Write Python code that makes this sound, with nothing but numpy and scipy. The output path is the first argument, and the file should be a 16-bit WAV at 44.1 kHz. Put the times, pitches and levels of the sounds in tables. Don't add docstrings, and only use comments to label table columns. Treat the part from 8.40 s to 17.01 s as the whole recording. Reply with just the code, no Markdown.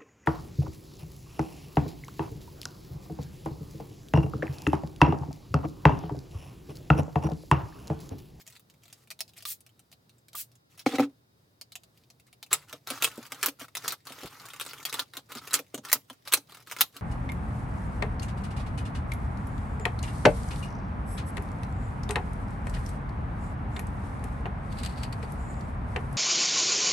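import sys
import numpy as np
from scipy import signal
from scipy.fft import rfft, irfft, next_fast_len
from scipy.io import wavfile
from scipy.ndimage import uniform_filter1d, map_coordinates

SR = 44100
rng = np.random.default_rng(int(sys.argv[2]) if len(sys.argv) > 2 else 0)


def volts_from_decibels(level):
    exponent = np.asarray(level, float) / 20
    return 10 ** exponent


def put_to_file(sound):
    columns = np.atleast_2d(sound).T
    safe = np.clip(columns, -1, 1)
    whole_steps = np.round(safe * 32767)
    wavfile.write(sys.argv[1], SR, whole_steps.astype(np.int16))


N = 379701


def unit(x):
    return x / np.sqrt(np.mean(x ** 2) + 1e-20)


def along(points, hz):
    f, value = np.transpose(points)
    return np.interp(np.log(hz + 1), np.log(f + 1), value)


def curves(rows):
    s, *columns = np.transpose(rows)
    return [np.interp(np.arange(N) / SR, s, c, left=-120, right=-120) for c in columns]


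def filtered(x, response):
    size = next_fast_len(x.shape[-1] + 8192)
    spectrum = rfft(x, size) * response(np.fft.rfftfreq(size, 1 / SR))
    return irfft(spectrum, size)[..., :x.shape[-1]]


def resonant(modes):
    def response(f):
        return sum((-1) ** k * volts_from_decibels(db) * 1j * f * width / (centre ** 2 - f * f + 1j * f * width)
                   for k, (centre, width, db) in enumerate(modes))
    return response


def noise(spectrum, grit_db, per_s):
    drift = map_coordinates(rng.standard_normal(N), [np.arange(N) * per_s / SR], order=1)
    coloured = filtered(rng.standard_normal(N), lambda hz: volts_from_decibels(along(spectrum, hz)))
    return unit(volts_from_decibels(grit_db * drift) * coloured)


# f/Hz, width/Hz, level/dB
HUM = [(118, 12, -70), (3758, 40, -88), (4760, 120, -92), (5050, 40, -89)]
# f/Hz, relative level/dB
AIR = [(30, -41), (55, -15.5), (118, -7.5), (200, -18), (490, -25), (850, -32), (2600, -42.5), (4500, -38),
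       (7000, -44), (16000, -43.5)]
# f/Hz, side over mid amplitude
AIR_APART = [(100, .1), (400, .55), (1300, 1.9), (4400, 1.1), (15000, .15)]


def air():
    hiss_db = -65
    hum = 0
    for hz, width, db in HUM:
        hum = hum + volts_from_decibels(db) * unit(filtered(rng.standard_normal(N), resonant([(hz, width, 0)])))
    mid, side = (noise(AIR, grit_db=1.5, per_s=8) for _ in range(2))
    side = filtered(side, lambda hz: along(AIR_APART, hz))
    return hum + volts_from_decibels(hiss_db) * np.array([mid + side, mid - side])


# f/Hz, t60/s
WALLS = [(300, 0.17), (1400, 0.023), (3700, 0.064), (10000, 0.048)]
# f/Hz, side over mid amplitude
APART = [(200, .02), (1000, .25), (4400, 0.99), (14000, 0.28)]


def room(x, piece=2048):
    pieces = np.pad(x, (0, -N % piece)).reshape(-1, piece)
    hz, t, z = signal.stft(rng.standard_normal((2, len(pieces), 3 * piece)), SR, nperseg=128)
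    z[1] *= along(APART, hz)[:, None]
    near_walls = volts_from_decibels(-60 * t / along(WALLS, hz)[:, None])
    whole_room = volts_from_decibels(-30 - 60 * t / .3) * np.cos(t / t[-1] * np.pi / 2)
    tails = signal.istft(z * (near_walls + whole_room), SR, nperseg=128)[1][..., :3 * piece]
    tails = tails / np.linalg.norm(tails[0], axis=-1, keepdims=True)
    wet = signal.fftconvolve(pieces[None], tails, axes=2)
    out = np.zeros((2, (len(pieces) + 4) * piece))
    for k, tail in enumerate(wet.swapaxes(0, 1)):
        out[:, k * piece:][:, :tail.shape[1]] += tail
    delay = round(.0025 * SR)
    mid, side = np.pad(out, ((0, 0), (delay, 0)))[:, :N]
    return np.array([mid + side, mid - side])


# f/Hz, level/dB, t60/s
TABLE = [(128, -21, .14), (238, -12, .08), (281, 0, .19), (490, -14, .04), (780, -13, .035),
         (1300, -16, .02)]


def wood(force, spread_db=0):
    modes = []
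    for hz, db, t60 in TABLE:
        width = np.log(1000) / (np.pi * t60)
        modes.append((hz, width, db + spread_db * rng.standard_normal()))
    return filtered(force, resonant(modes))


def knocks(rows, stop_s, spread_db, rattle_db=-120):
    rattle_s = .015
    out, t = np.zeros(N + SR), np.arange(SR // 5) / SR
    for s, db, free_s, soft_s in rows:
        late = rattle_s * rng.random((4, 1))
        size = volts_from_decibels(rattle_db) * rng.standard_normal((4, 1))
        first = np.exp(-(t / soft_s - 2) ** 2)
        later = (size * np.exp(-((t - late) / soft_s - 2) ** 2)).sum(axis=0)
        ring = wood(first + later, spread_db)
        damping = np.exp(-np.clip(t - free_s, 0, None) / stop_s)
        out[round(s * SR):][:len(t)] += volts_from_decibels(db) * ring / np.std(ring[:SR // 50]) * damping
    return out[:N]


# f/Hz, relative level/dB
CRACK = [(150, -46.5), (700, -17), (1500, -4), (2600, 3), (5500, -2.5), (8000, -1.5), (13000, -2),
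         (15600, -5), (16500, -67.5)]


def clicks(rows, hollow, t60, colour_db, crack_db, body_db):
    spike_db, spike_t60_s = 4, 0.0069
    out, t = np.zeros(N + SR), np.arange(SR // 20) / SR
    for s, db, bright_hz, low_db in rows:
        decay = volts_from_decibels(-60 * t / [[t60], [1.41 * t60]])
        burst = rng.standard_normal((2, len(t))) * decay * (1 - np.exp(-t / 0.0002))
        burst[0] *= 1 + volts_from_decibels(spike_db - 60 * t / spike_t60_s)
        colour = resonant([(bright_hz, 0.16 * bright_hz, colour_db)])
        crack = filtered(burst[0], lambda hz: volts_from_decibels(along(CRACK, hz)) + colour(hz))
        body = filtered(burst[1], resonant(hollow))
        hit = volts_from_decibels(crack_db) * crack / np.abs(crack).max()
        hit = hit + volts_from_decibels(low_db + body_db) * body / np.abs(body).max()
        out[round(s * SR):][:len(t)] += volts_from_decibels(db) * hit
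    return out[:N]


def with_hollow(rows, top_db, per_db, scatter_db):
    luck = rng.standard_normal(len(rows))
    return [(s, db, hz, top_db - per_db * db + scatter_db * u) for (s, db, hz), u in zip(rows, luck)]


GRAIN_HZ = [1900, 3000, 4600, 7480, 12000]


def crackle(spectrum, per_s, spread_db, bed_db):
    peak_db, grain_t60_s = 2, 0.01
    sizes = volts_from_decibels(spread_db * np.minimum(rng.exponential(size=N), 2.5))
    breaks = (rng.random(N) < per_s / SR) * sizes
    family = rng.integers(len(GRAIN_HZ), size=N) == np.arange(len(GRAIN_HZ))[:, None]
    shape = signal.lfilter([1], [1, -volts_from_decibels(-60 / SR / grain_t60_s)], breaks * family)
    grains = unit(shape) * np.sqrt(1 / len(GRAIN_HZ)) * rng.standard_normal(N)
    tinted = filtered(grains, lambda hz: [1 + resonant([(c, .35 * c, peak_db)])(hz) for c in GRAIN_HZ])
    mixed = tinted.sum(axis=0) + volts_from_decibels(bed_db) * rng.standard_normal(N)
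    return unit(filtered(mixed, lambda hz: volts_from_decibels(along(spectrum, hz))))


# t/s, length/s, hiss level/dB
SPRAY = [(1.054, 0.066, -37), (1.949, 0.062, -38)]
# f/Hz, relative level/dB
MIST = [(470, -61), (800, -28), (1780, -15.5), (13000, -2), (15900, -2.5), (16500, -36.5)]


def spray():
    clack_hz, clack_db, clack_t60_s = 1194, -35, 0.036
    t, gate, clack = np.arange(N) / SR, np.zeros(N), np.zeros(N)
    for s, length, db in SPRAY:
        age = np.clip(t - s, 0, None)
        fall_db = 700 * np.clip(age - length, 0, None)
        gate += volts_from_decibels(db - fall_db) * (1 - np.exp(-age / 0.02))
        clack += volts_from_decibels(clack_db - 60 * age / clack_t60_s) * np.sin(2 * np.pi * clack_hz * age)
    return gate * noise(MIST, grit_db=1, per_s=300) + clack


# t/s, nominal level/dB, brightest f/Hz
TICKS = [(0.076, -33, 6800), (0.1532, -43, 2230), (0.1955, -42, 14400), (0.299, -43, 4740),
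         (0.3394, -49.5, 2370), (0.435, -40.5, 5190), (0.4552, -41.5, 4000), (0.5275, -33, 5900),
         (0.674, -43, 2430), (0.704, -27, 4170), (0.712, -23.5, 2350), (0.7908, -33.5, 3940),
         (0.8056, -14, 4860), (0.8789, -43.5, 4900), (0.8924, -43, 3800), (0.9353, -44, 3850),
         (0.9664, -42, 11500), (0.978, -34.5, 8240), (1.0241, -34, 4940), (1.0528, -21.5, 4070),
         (1.2058, -42.5, 9400), (1.264, -41.5, 2280), (1.292, -49, 2890), (1.3935, -40, 8000),
         (1.516, -42, 4230), (1.527, -36, 4230), (1.6943, -45, 3770), (1.783, -51.5, 7740),
         (1.8836, -40.5, 3760), (1.9313, -36.5, 4820), (1.952, -23.5, 13800), (2.1168, -46, 5460),
         (2.154, -47.5, 7000), (2.377, -38, 10600), (2.397, -34, 3560), (3.2124, -27, 4730),
         (3.3207, -33, 4300), (3.3544, -24, 2710), (3.4346, -39.5, 3820), (3.7016, -36.5, 5450),
         (3.7983, -45, 2640), (3.9285, -38.5, 2370), (4.0277, -27, 4600), (4.0632, -41.5, 2410)]
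# f/Hz, width/Hz, level/dB
SHELL = [(670, 100, 2), (1330, 110, -4.5)]


def ticks():
    rows = with_hollow(TICKS, top_db=-19.5, per_db=0.044, scatter_db=1.7)
    return clicks(rows, SHELL, t60=0.026, colour_db=6, crack_db=-2.5, body_db=-6.5)


# t/s, level/dB, time until its weight stops the ring/s, clack level/dB
BOTTLE = [(2.4625, -19, .02, -20), (2.536, -33, .03, -36), (2.584, -25, .011, -23), (2.5955, -19, .11, -21)]
# t/s, table rumble level/dB, scrape level/dB
DRAG = [(2.46, -54.5, -35.5), (2.49, -44.5, -45.5), (2.53, -39.5, -44), (2.555, -32, -38.5),
        (2.575, -45.5, -52), (2.635, -33.5, -44), (2.67, -59, -79)]
# f/Hz, relative level/dB
SCRAPE = [(600, -25), (1200, -5.5), (2300, -1.5), (4000, -6), (16000, -23.5)]


def bottle():
    rumble_db, scrape_db = curves(DRAG)
    rubbing = noise([(100, 9), (2000, 2.5)], grit_db=-1, per_s=390)
    rumble = volts_from_decibels(rumble_db) * unit(wood(rubbing))
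    scrape = volts_from_decibels(scrape_db) * crackle(SCRAPE, per_s=1100, spread_db=9.5, bed_db=-5.5)
    contact_s = .0003
    blows = knocks([(*row[:3], contact_s) for row in BOTTLE], stop_s=.004, spread_db=0)
    foot_rows = [(s, db, 2200, -3) for s, _, _, db in BOTTLE]
    foot = clicks(foot_rows, SHELL, t60=0.0084, colour_db=28.5, crack_db=0.5, body_db=-5.5)
    return blows + foot + rumble + scrape


# start t/s, end t/s, rustle level/dB
STROKES = [(0, 0.017, -51.5), (0.057, 0.174, -61.5), (0.424, 0.647, -67), (0.958, 1.02, -60),
           (2.299, 2.359, -66), (2.377, 2.424, -53.5), (3.54, 3.644, -73.5), (3.866, 3.888, -65.5),
           (4.111, 4.15, -40.5), (4.132, 4.188, -55.5), (4.192, 4.253, -64.5), (4.279, 4.368, -59.5),
           (4.471, 4.589, -46), (4.604, 4.689, -45.5), (4.703, 4.882, -56.5), (4.901, 5.018, -55.5),
           (5.028, 5.081, -39), (5.192, 5.255, -52.5), (5.351, 5.432, -55.5), (5.436, 5.541, -45),
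           (5.657, 5.884, -53), (5.894, 6.192, -57.5), (6.19, 6.437, -55.5), (6.46, 6.505, -50),
           (6.521, 6.63, -46.5), (6.734, 6.797, -57), (6.893, 6.995, -53), (7.013, 7.143, -56),
           (7.128, 7.189, -44), (7.328, 7.36, -69), (7.438, 7.509, -50.5), (7.556, 7.562, -34),
           (7.681, 7.751, -69), (7.857, 7.907, -54), (7.917, 7.978, -47), (8.086, 8.231, -63.5),
           (8.27, 8.365, -56), (8.383, 8.442, -45.5), (8.537, 8.601, -60.5)]


def stroking():
    level = np.zeros(N)
    for start, end, db in STROKES:
        level[round(start * SR):round(end * SR)] += volts_from_decibels(db)
    return uniform_filter1d(level, round(0.013 * SR))


def patchy(x, depth_db):
    z = signal.stft(x, nperseg=256)[2]
    field = uniform_filter1d(rng.standard_normal(z.shape), size=8, axis=0)
    field = uniform_filter1d(field, size=14, axis=1)
    return unit(signal.istft(z * volts_from_decibels(depth_db * unit(field)), nperseg=256)[1][:N])


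# f/Hz, relative level/dB
RUSTLE = [(1000, -31), (1800, 6.5), (5200, 3), (8000, -0.5), (13000, -1.5), (15800, -4), (16500, -32)]
# f/Hz, width/Hz, level/dB
BODY = [(706, 270, -16.5), (1298, 310, 12.5), (390, 170, 3)]


def hands():
    tray_from_s = 4.106
    petals_db = -73.5
    plush_hollow_db, tray_hollow_db = -12, 0.5
    flex_db = -36.5
    level, on_tray = stroking(), np.arange(N) > tray_from_s * SR
    rustle = level + volts_from_decibels(petals_db) * on_tray
    hollow = level * volts_from_decibels(np.where(on_tray, tray_hollow_db, plush_hollow_db))
    rub = crackle([(100, 0), (2000, -1)], per_s=250, spread_db=4, bed_db=0)
    rumble = unit(filtered(rub, resonant(BODY))) + volts_from_decibels(-12.5) * unit(wood(rub))
    deepest = unit(filtered(rub, resonant([(128, 20, 0)])))
    flex = volts_from_decibels(flex_db) * np.sqrt(np.abs(hollow)) * deepest
    grains = patchy(crackle(RUSTLE, per_s=200, spread_db=11, bed_db=-0.5), depth_db=2)
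    return rustle * grains + hollow * rumble + flex


# t/s, level/dB, contact/s
BUMPS = [(4.334, -48, 0.00048), (4.506, -39.5, 0.00029), (4.663, -60.5, 0.00031), (4.78, -42, 0.00017),
         (4.924, -51.5, 0.00016), (5.079, -40.5, 0.00015), (5.214, -48, 0.00026), (5.499, -56.5, .0004),
         (5.704, -51, 0.00057), (5.83, -46.5, .0005), (5.843, -42, 0.0035), (6.772, -51.5, .0005),
         (6.956, -44.5, 0.00028), (7.194, -45, 0.00037), (7.342, -40, 0.0004), (7.381, -46, 0.00071),
         (7.554, -49.5, 0.0011), (7.707, -51, 0.0011), (7.976, -52.5, 0.00069), (8.56, -56, 0.0011)]
# f/Hz, width/Hz, level/dB
BOX = [(330, 220, 0), (700, 300, -1)]


def box():
    over_bump_db, t60_s = 3, .06
    blows = np.zeros(N)
    blows[[round(s * SR) for s, _, _ in BUMPS]] = [volts_from_decibels(db + over_bump_db) for _, db, _ in BUMPS]
    envelope = signal.lfilter([1], [1, -volts_from_decibels(-60 / SR / t60_s)], blows)
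    return envelope * unit(filtered(rng.standard_normal(N), lambda hz: resonant(BOX)(hz) ** 2))


# t/s, nominal level/dB, brightest f/Hz
SNAPS = [(4.1295, -1, 8040), (4.3277, -26, 3400), (4.4727, -21, 3950), (4.5027, -16, 2320),
         (4.5341, -41, 2400), (4.6234, -6, 2530), (4.6385, -10.5, 9470), (4.6441, -2, 2470),
         (4.6744, -26, 2750), (4.7762, -43.5, 3850), (4.9203, -19.5, 2140), (5.0291, -9, 2530),
         (5.0598, -8.5, 13460), (5.0851, -16.5, 2150), (5.2124, -32, 1870), (5.2822, -41, 2170),
         (5.3517, -20, 2120), (5.3696, -18.5, 5550), (5.4793, -9.5, 6740), (5.5219, -17, 12600),
         (5.67, -27, 4020), (5.8581, -31.5, 2130), (6.0546, -32, 2130), (6.086, -32.5, 1820),
         (6.135, -29.5, 2090), (6.1983, -20, 3720), (6.2109, -17.5, 3750), (6.2223, -32.5, 3090),
         (6.2505, -33.5, 7840), (6.2631, -24, 3780), (6.333, -26.5, 2160), (6.4521, -13.5, 3460),
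         (6.5271, -17, 1936), (6.5418, -16, 2970), (6.5935, -11.5, 3780), (6.7359, -32, 3800),
         (6.7691, -22, 3380), (6.9192, -26, 2260), (6.9517, -26, 3650), (6.9715, -27, 4580),
         (7.0748, -25, 1800), (7.1087, -28.5, 3940), (7.1326, -11.5, 8470), (7.1405, -3.5, 7410),
         (7.1524, -11.5, 7840), (7.1908, -21.5, 2180), (7.3447, -21, 6940), (7.3777, -31, 6830),
         (7.45, -25.5, 1823), (7.5168, -16.5, 1844), (7.5288, 2, 12900), (7.6995, -29.5, 3186),
         (7.875, -23.5, 4160), (7.9234, -10, 2130), (7.9278, -12, 12600), (7.9364, 2.5, 8170),
         (7.9724, -23, 5630), (8.0954, -39, 3270), (8.1212, -34, 4000), (8.1475, -34.5, 2150),
         (8.1708, -38, 3870), (8.2722, -33, 2110), (8.313, -22.5, 2090), (8.3214, -21.5, 2230),
         (8.3649, -25, 2110), (8.4086, 1.5, 12290), (8.4138, -5.5, 4120), (8.5654, -29, 4180)]


def tray():
    shake_db, shake_contact_s = -52.5, .0004
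    rows = with_hollow(SNAPS, top_db=-18.5, per_db=0.35, scatter_db=1.33)
    snaps = clicks(rows, BODY, t60=0.021, colour_db=5.5, crack_db=-2.5, body_db=-1.0)
    pushes = BUMPS + [(s, db + shake_db, shake_contact_s) for s, db, _ in SNAPS]
    blows = [(s, db, .012 + 12 * soft_s, soft_s) for s, db, soft_s in pushes]
    return snaps + knocks(blows, stop_s=.015, spread_db=8, rattle_db=-7.5)


def scene():
    near = ticks() + tray() + box() + bottle() + spray() + hands()
    echoes = filtered(room(near), lambda hz: hz ** 2 / (hz ** 2 + 600 ** 2))
    return near + volts_from_decibels(-2.0) * echoes + air()


def band_limit(x):
    return signal.sosfilt(signal.butter(12, 17000, fs=SR, output="sos"), x)


def record(dry):
    heard = filtered(dry, lambda hz: (1j * hz / (1j * hz + 50)) ** 3)
    return band_limit(np.clip(heard, -1, 1))


dry = scene()
out = record(dry)
put_to_file(out)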